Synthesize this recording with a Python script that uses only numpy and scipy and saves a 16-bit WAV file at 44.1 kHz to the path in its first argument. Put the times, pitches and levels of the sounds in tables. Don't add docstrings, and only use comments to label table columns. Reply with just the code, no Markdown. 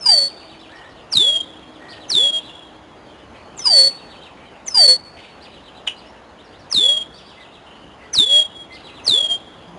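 import sys
import numpy as np
from scipy import signal
from scipy.fft import rfft, irfft, next_fast_len
from scipy.io import wavfile
from scipy.ndimage import uniform_filter1d, map_coordinates

SR = 44100
rng = np.random.default_rng(int(sys.argv[2]) if len(sys.argv) > 2 else 0)


def volts(x):
    e = np.asarray(x, float) / 20
    return 10 ** e


def digitize_waveform(pressure):
    field = np.atleast_2d(pressure).T
    bounded = np.clip(field, -1, 1)
    quanta = np.round(bounded * 32767).astype(np.int16)
    wavfile.write(sys.argv[1], SR, quanta)


N = 431298


def along(points, hz):
    f, v = np.transpose(points)
    return np.interp(np.log(hz + 1), np.log(f + 1), v)


def filtered(x, response):
    m = next_fast_len(len(x) + 8192)
    return irfft(rfft(x, m) * response(np.fft.rfftfreq(m, 1 / SR)), m)[:len(x)]


def unit(x):
    return x / np.sqrt(np.mean(x ** 2) + 1e-20)


def wobble(rate, count):
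    knots = rng.standard_normal(int(count * rate / SR) + 4)
    return map_coordinates(knots, [np.arange(count) * rate / SR])


def add(track, s, sound):
    part = track[round(s * SR):][:len(sound)]
    part += sound[:len(part)]


def tone(rows, waver, flutter_db, overtone_db, breath_db):
    s, hz, db = np.transpose(rows)
    t = np.arange(s[0], s[-1], 1 / SR)
    pitch = uniform_filter1d(np.interp(t, s, hz), SR // 600) * (1 + waver * wobble(220, count=len(t)))
    phase = 2 * np.pi * np.cumsum(pitch) / SR
    ends = np.clip(np.minimum(t - s[0], s[-1] - t) / 0.000646, 0, 1)
    size = volts(np.interp(t, s, db) + flutter_db * wobble(180, count=len(t))) * ends
    breath = volts(breath_db) * wobble(1600, count=len(t))
    voice = np.sin(phase + breath) + volts(overtone_db) * np.sin(2 * phase)
    return np.sqrt(2) * size * voice


# pitch_hz, t60_s
HILL_DECAY = [(500, 1.5), (3300, 1.5), (4500, .9), (8000, .5)]


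def echoed(x, leaves_db, leaves_s, hills_db):
    t = np.arange(SR) / SR
    leaves = rng.standard_normal(SR) * volts(-60 * t / leaves_s)
    hz, frames, z = signal.stft(rng.standard_normal(SR), SR, nperseg=256)
    decay = volts(-60 * frames / along(HILL_DECAY, hz)[:, None])
    hills = signal.istft(z * decay, SR, nperseg=256)[1][:SR]
    hills = hills * volts(4 * wobble(30, count=len(hills)))
    answer = volts(leaves_db) * leaves / np.linalg.norm(leaves)
    answer = answer + volts(hills_db) * hills / np.linalg.norm(hills)
    answer[0] = 1
    return signal.fftconvolve(x, answer)


# pitch_hz, relative_db_per_hz
AIR_COLOUR = [(12, -40.5), (25, -15), (40, -5), (62, 3), (120, -2.5), (250, -0.5), (500, -1), (800, -1),
              (1200, -6), (1800, -11), (2600, -16.5), (4000, -21.5), (5500, -27), (8000, -45.5),
              (10000, -120)]
# time_s, level_db
AIR_SWELL = [(0, -44), (1.25, -43.5), (3.65, -42.5), (6.4, -43.5), (8.6, -44.5), (9.15, -42.5), (9.78, -44)]
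# pitch_hz, relative_db_per_hz
CHORUS_COLOUR = [(1800, -120), (2200, -5), (3000, 9.5), (4000, -5.5), (5200, -7.5), (6000, -120)]


def open_country():
    z = signal.stft(rng.standard_normal(N), nperseg=512)[2]
    field = uniform_filter1d(uniform_filter1d(rng.standard_normal(z.shape), 5, 0), 12, 1)
    patches = unit(field)
    hiss = signal.istft(z * volts(1.4 * patches), nperseg=512)[1][:N]
    hiss = filtered(hiss, lambda hz: volts(along(AIR_COLOUR, hz)))
    s, db = np.transpose(AIR_SWELL)
    level_db = np.interp(np.arange(N) / SR, s, db) + .4 * wobble(2.5, count=N)
    chorus = signal.istft(z[:, ::-1] * volts(6.5 * patches), nperseg=512)[1][:N]
    chorus = filtered(chorus, lambda hz: volts(along(CHORUS_COLOUR, hz)))
    return unit(hiss) * volts(level_db) + volts(-57.5) * unit(chorus)


RELEASE_S, RELEASE_DB = 0.0183, 12
DIP_DB, DIP_S = 8, 0.002
BREAK_DB, BREAK_OCTAVES_PER_S = 16, 35


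def whistle(levels, pitch):
    s, db = np.transpose(levels)
    t = np.arange(s[0], s[-1], 1 / SR)
    hz = pitch(t)
    db = np.interp(t, s, db) - RELEASE_DB * np.clip(1 - (s[-1] - t) / RELEASE_S, 0, 1)
    call = tone(np.transpose([t, hz, db]), waver=.0007, flutter_db=1.1, overtone_db=-42, breath_db=-25)
    t, hz = t[:len(call)], hz[:len(call)]
    octaves_per_s = np.abs(np.gradient(np.log2(hz))) * SR
    beats_db = 3.5 * np.clip(octaves_per_s / 3, 0, 1) * wobble(330, count=len(t))
    at, depth, width = rng.random(size=(7, 3)).T[:, :, None]
    from_dip = t - s[0] - at ** 2 * np.ptp(s)
    dips = np.exp(-(from_dip / (DIP_S * (.5 + width))) ** 2 / 2)
    dips_db = np.sum(2 * DIP_DB * depth * dips, axis=0)
    jumps = uniform_filter1d(2.0 * (octaves_per_s > BREAK_OCTAVES_PER_S), size=SR // 150)
    dips_db = dips_db + BREAK_DB * np.clip(jumps, 0, 1)
    call = call[:len(t)] * volts(beats_db - dips_db)
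    return echoed(call, leaves_db=-10.5, leaves_s=.16, hills_db=-27.5)


# full_voice_s, resting_pitch_hz, settle_s
HIGH_CALLS = [(.057, 4445, .165), (3.665, 4429, 0.14), (4.752, 4408, 0.15)]
# time_s, level_db
HIGH_LOUDNESS = [
    [(0.0, -44), (0.014, -30.5), (0.054, -27), (0.062, -11), (0.082, -15), (0.096, -5.5), (0.114, -16.5),
     (0.118, -8.5), (0.222, -13.5), (0.3, -30)],
    [(3.568, -46), (3.584, -31.5), (3.638, -33.5), (3.662, -13.5), (3.798, -5), (3.878, -13.5),
     (3.9, -33.5)],
    [(4.657, -48), (4.671, -30), (4.683, -22), (4.695, -32), (4.739, -32), (4.751, -14), (4.783, -9.5),
     (4.911, -7), (4.965, -22), (4.981, -48), (4.985, -38)],
]
# from_full_voice_s, over_resting_pitch_hz
LEAD_IN_STEPS = [(-.098, 3380), (-.087, 2980), (-.07, 1610), (-.053, 1492), (-.05, 918.7), (-.025, 800),
                 (0, 498.3)]
REBOUND_HZ_PER_S = 250


def high_whistles():
    out = np.zeros(N)
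    for (s, rest_hz, settle_s), levels in zip(HIGH_CALLS, HIGH_LOUDNESS):
        def fall(t):
            steps_hz = np.interp(t - s, *np.transpose(LEAD_IN_STEPS))
            settling = np.clip(1 - (t - s) / settle_s, 0, 1) ** 2
            return rest_hz + steps_hz * settling + REBOUND_HZ_PER_S * np.clip(t - s - settle_s, 0, 1)
        add(out, levels[0][0], whistle(levels, fall))
    return out


# first_s, last_s, hook_from_hz, fall_to_hz, level_db
HOOKED_PHRASES = [(0.274, .618, 3500, 2294, -51), (2.022, 2.465, 3900, 2630, -47),
                  (3.876, 4.236, 3500, 2346, -50), (5.55, 5.773, 3850, 2700, -51.5),
                  (7.177, 7.541, 3550, 2470, -51), (8.859, 8.964, 3950, 2434, -46)]
NOTE_GAP_S, HOOK_S, FALL_HZ_PER_S, CREST_HZ = .115, .02, 34000, 3950
CHATTER_DB, CHATTER_HZ, CHATTER_S = -62, 3400, .035
# start_s, length_s, from_hz, to_hz, level_db
LONE_SLURS = [(.599, .027, 5380, 4255, -59), (.98, 0.027, 3800, 2690, -54),
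              (1.743, 0.045, 3990, 2940, -54.5), (3.1, 0.047, 3400, 3080, -63),
              (3.143, .031, 2864, 2960, -54), (3.19, .043, 3510, 2880, -57.5), (3.37, .12, 4470, 4430, -63),
              (3.595, 0.043, 3700, 2900, -48), (4.17, 0.024, 3220, 3001, -50.5),
              (4.22, 0.021, 3170, 3013, -49.5), (5.46, 0.056, 3070, 2864, -55),
              (6.067, .044, 5180, 5600, -61.5), (7.202, 0.048, 5015, 4560, -57),
              (7.598, 0.025, 3980, 3360, -64), (8.655, .03, 2880, 1980, -57)]
# after_start_s, length_s, from_hz, to_hz, over_note_db
SEESAW_SHAPE = [(0, .033, 2856, 4090, -0.5), (.065, 0.035, 5580, 4010, -6)]
OPENER_SHAPE = [(0, .02, 4084, 5100, 1), (.022, 0.034, 4674, 2420, 2.5)]
FLICK_SHAPE = [(0, .03, 4510, 4820, 1), (.03, 0.0186, 4800, 5870, -6)]
# start_s, level_db
SEESAW_NOTES = [(.69, -53), (.83, -52.5), (6.385, -54.5), (6.532, -53)]
OPENER_NOTES = [(1.89, -46), (5.418, -50), (5.968, -53), (8.725, -49)]
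FLICK_NOTES = [(7.142, -50), (7.258, -55)]


def song():
    slurs = list(LONE_SLURS)
    for first, last, hook_hz, low_hz, db in HOOKED_PHRASES:
        fall_s = (CREST_HZ - low_hz) / FALL_HZ_PER_S
        for s in np.linspace(first, last, round((last - first) / NOTE_GAP_S) + 1):
            slurs.append((s - HOOK_S, HOOK_S, hook_hz, CREST_HZ, db - 2.5))
            slurs.append((s, fall_s, CREST_HZ, low_hz, db))
    pairs = (OPENER_SHAPE, OPENER_NOTES), (SEESAW_SHAPE, SEESAW_NOTES), (FLICK_SHAPE, FLICK_NOTES)
    for shape, notes in pairs:
        for s, db in notes:
            slurs += [(s + after, *slur, db + over_db) for after, *slur, over_db in shape]
    for at, height, fall, size in rng.random(size=(30, 4)):
        hz = CHATTER_HZ * (.75 + .55 * height)
        start_s = .3 + at * (N / SR - .4)
        slurs.append((start_s, CHATTER_S, hz, hz * (1.05 - .35 * fall), CHATTER_DB - 6 * size))
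    return slurs


def songbird():
    out = np.zeros(N)
    for s, length, from_hz, to_hz, db in song():
        middle_hz = .47 * from_hz + .53 * to_hz
        rows = [(s - .006, from_hz, db - 4), (s, from_hz, db - 1),
                (s + .4 * length, middle_hz, db), (s + length, to_hz, db - 2)]
        slur = tone(rows, waver=.007, flutter_db=2.5, overtone_db=-33, breath_db=-10)
        add(out, rows[0][0], echoed(slur, leaves_db=-1, leaves_s=.22, hills_db=-5))
    return out


# start_s, end_s, pitch_hz, level_db
DRONE_NOTES = [(0.299, .85, 320.1, -51), (1.348, 2.3, 312.4, -51.5), (2.299, 3.4, 313, -55),
               (8.547, 9.0, 329, -56)]


def drone():
    out = np.zeros(N)
    for start, end, hz, db in DRONE_NOTES:
        rows = [(start, hz, db + 2), (start + 0.046, hz, db), (end - .15, hz, db), (end, hz, db - 11)]
        add(out, start, tone(rows, waver=0.022, flutter_db=2.5, overtone_db=-10, breath_db=-25.0))
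    return out


# start_s, length_s, start_hz, crest_hz, end_hz, level_db
PIPING = [(.69, .23, 1560, 1860, 1850, -46), (1.795, .2, 1810, 1930, 1790, -45.5),
          (7.365, .07, 1960, 2090, 1950, -49), (8.005, .087, 1950, 2030, 1880, -48),
          (8.695, .077, 1980, 2050, 2100, -45)]


def piping_bird():
    out = np.zeros(N)
    for s, length, start_hz, crest_hz, end_hz, db in PIPING:
        rows = [(s, start_hz, db - 6), (s + .22 * length, crest_hz, db),
                (s + .7 * length, (crest_hz + end_hz) / 2, db - 1), (s + length, end_hz, db - 6)]
        pipe = tone(rows, waver=.017, flutter_db=2.5, overtone_db=-30, breath_db=-9)
        add(out, s, echoed(pipe, leaves_db=-2, leaves_s=.15, hills_db=-12))
    return out


# start_s, resting_pitch_hz, slow_drop_hz
LOW_CALLS = [(1.105, 3182, 900), (2.086, 3225, 584), (6.702, 3225, 721), (8.127, 3248, 598),
             (9.043, 3170, 760)]
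# time_s, level_db
LOW_LOUDNESS = [
    [(1.1, -56.5), (1.124, -22.5), (1.17, -13), (1.284, -15), (1.296, -12), (1.326, -21.5), (1.366, -14.5),
     (1.398, -29), (1.41, -17), (1.44, -58)],
    [(2.082, -51), (2.102, -25.5), (2.128, -14.5), (2.27, -14), (2.304, -19), (2.316, -33), (2.334, -19),
     (2.376, -20.5), (2.404, -31), (2.415, -48)],
    [(6.698, -51), (6.72, -24), (6.746, -15.5), (6.864, -12.5), (6.876, -17.5), (6.91, -12), (6.964, -24),
     (6.976, -16), (6.998, -32), (7.03, -18)],
    [(8.12, -59), (8.134, -23), (8.192, -11), (8.226, -12), (8.256, -23), (8.308, -13.5), (8.316, -11),
     (8.398, -10), (8.426, -16), (8.45, -40)],
    [(9.034, -52), (9.048, -35.5), (9.08, -14.5), (9.186, -12), (9.2, -20), (9.214, -14), (9.276, -21),
     (9.28, -33.5), (9.318, -12), (9.375, -38)],
]
LOW_TOP_HZ, ROLL = 6315, 9
FAST_HZ, FAST_S, SLOW_S = 5100, .02, .1


def low_whistles():
    out = np.zeros(N)
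    for (s, rest_hz, slow_hz), levels in zip(LOW_CALLS, LOW_LOUDNESS):
        def fall(t):
            drop_hz = FAST_HZ * np.exp((s - t) / FAST_S) + slow_hz * np.exp((s - t) / SLOW_S)
            return (LOW_TOP_HZ ** -ROLL + (rest_hz + drop_hz) ** -ROLL) ** (-1 / ROLL)
        add(out, levels[0][0], whistle(levels, fall))
    return out


# start_s, length_s, centre_hz, width_hz, level_db
SCOLDS = [(5.168, .15, 2600, 1600, -47), (7.66, .3, 2950, 350, -54), (3.345, .08, 2300, 700, -52),
          (4.37, .1, 2200, 800, -52)]


def rasps():
    out = np.zeros(N)
    for s, length, hz, width_hz, db in SCOLDS:
        t = np.arange(round(length * SR)) / SR
        throb = rng.standard_normal(len(t)) * volts(2.5 * wobble(60, count=len(t)) - 30 * t)
        rasp = unit(filtered(throb, lambda f: 1 / (1 + (2 * (f - hz) / width_hz) ** 2)))
        rasp = volts(db) * rasp * signal.windows.tukey(len(t), .06)
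        add(out, s, echoed(rasp, leaves_db=-8, leaves_s=0.197, hills_db=-7.0))
    return out


# time_s, pitch_hz, level_db
CHUCK_NOTE = [(5.866, 3700, -38), (5.8735, 3450, -32), (5.875, 3200, -17), (5.879, 2800, -18),
              (5.8815, 2200, -24), (5.8825, 3000, -17), (5.885, 2950, -19), (5.888, 3050, -32)]


def chuck():
    out = np.zeros(N)
    note = tone(CHUCK_NOTE, waver=.015, flutter_db=1, overtone_db=-25, breath_db=-13)
    t = np.arange(len(note)) / SR
    snap = filtered(rng.standard_normal(len(t)), lambda hz: 1 / (1 + ((hz - 2000) / 700) ** 2))
    note = note + volts(-30.0) * unit(snap) * np.exp(-((t - .008) / 0.0032) ** 2)
    add(out, CHUCK_NOTE[0][0], echoed(note, leaves_db=-4.0, leaves_s=0.17, hills_db=-27.5))
    return out


# time_s, pitch_hz, level_db
MOAN_NOTE = [(9.64, 171, -60), (9.69, 172, -44), (9.715, 172, -50), (9.74, 174, -43), (9.78, 178, -48)]


def moan():
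    out = np.zeros(N)
    add(out, MOAN_NOTE[0][0], tone(MOAN_NOTE, waver=.005, flutter_db=.5, overtone_db=-7, breath_db=-40))
    return out


def scene():
    near_bird = high_whistles() + low_whistles() + chuck()
    far_birds = songbird() + piping_bird() + rasps()
    country = open_country() + drone() + moan()
    return (near_bird + far_birds + country)[None]


MIC_RATE, LINK_RATE, CAMERA_RATE = 16000, 48000, 22050
# pitch_hz, gain_db
LINK_EDGE = [(20, -7), (60, -2.5), (150, 0.5), (9000, 0), (10500, -1), (11200, -21.5), (11500, -58),
             (12000, -120)]


def link(x, image_db, tilt_db):
    fast = signal.resample_poly(x, LINK_RATE // 300, SR // 300)
    turn = 2 * np.pi * MIC_RATE / LINK_RATE * np.arange(len(fast))
    analytic = signal.hilbert(fast, next_fast_len(len(fast)))[:len(fast)]
    below = np.real(np.conj(analytic) * np.exp(1j * turn))
    above = 2 * fast * np.cos(turn) - below
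    fast = fast + volts(image_db) * below + volts(image_db + tilt_db) * above
    picked = fast[np.arange(N // 2) * LINK_RATE // CAMERA_RATE]
    stuffed = np.zeros(N)
    stuffed[:N // 2 * 2:2] = 2 * picked
    return filtered(stuffed, lambda hz: volts(along(LINK_EDGE, hz)))


def band_limit(x):
    return signal.sosfilt(signal.butter(12, 11200, fs=SR, output="sos"), x)


def record(dry):
    flattened = dry[0] / (1 + np.abs(dry[0] / .54) ** 10) ** (1 / 10)
    mix = link(flattened, image_db=-26, tilt_db=-12)[None]
    return band_limit(mix)


dry = scene()
out = record(dry)
digitize_waveform(out)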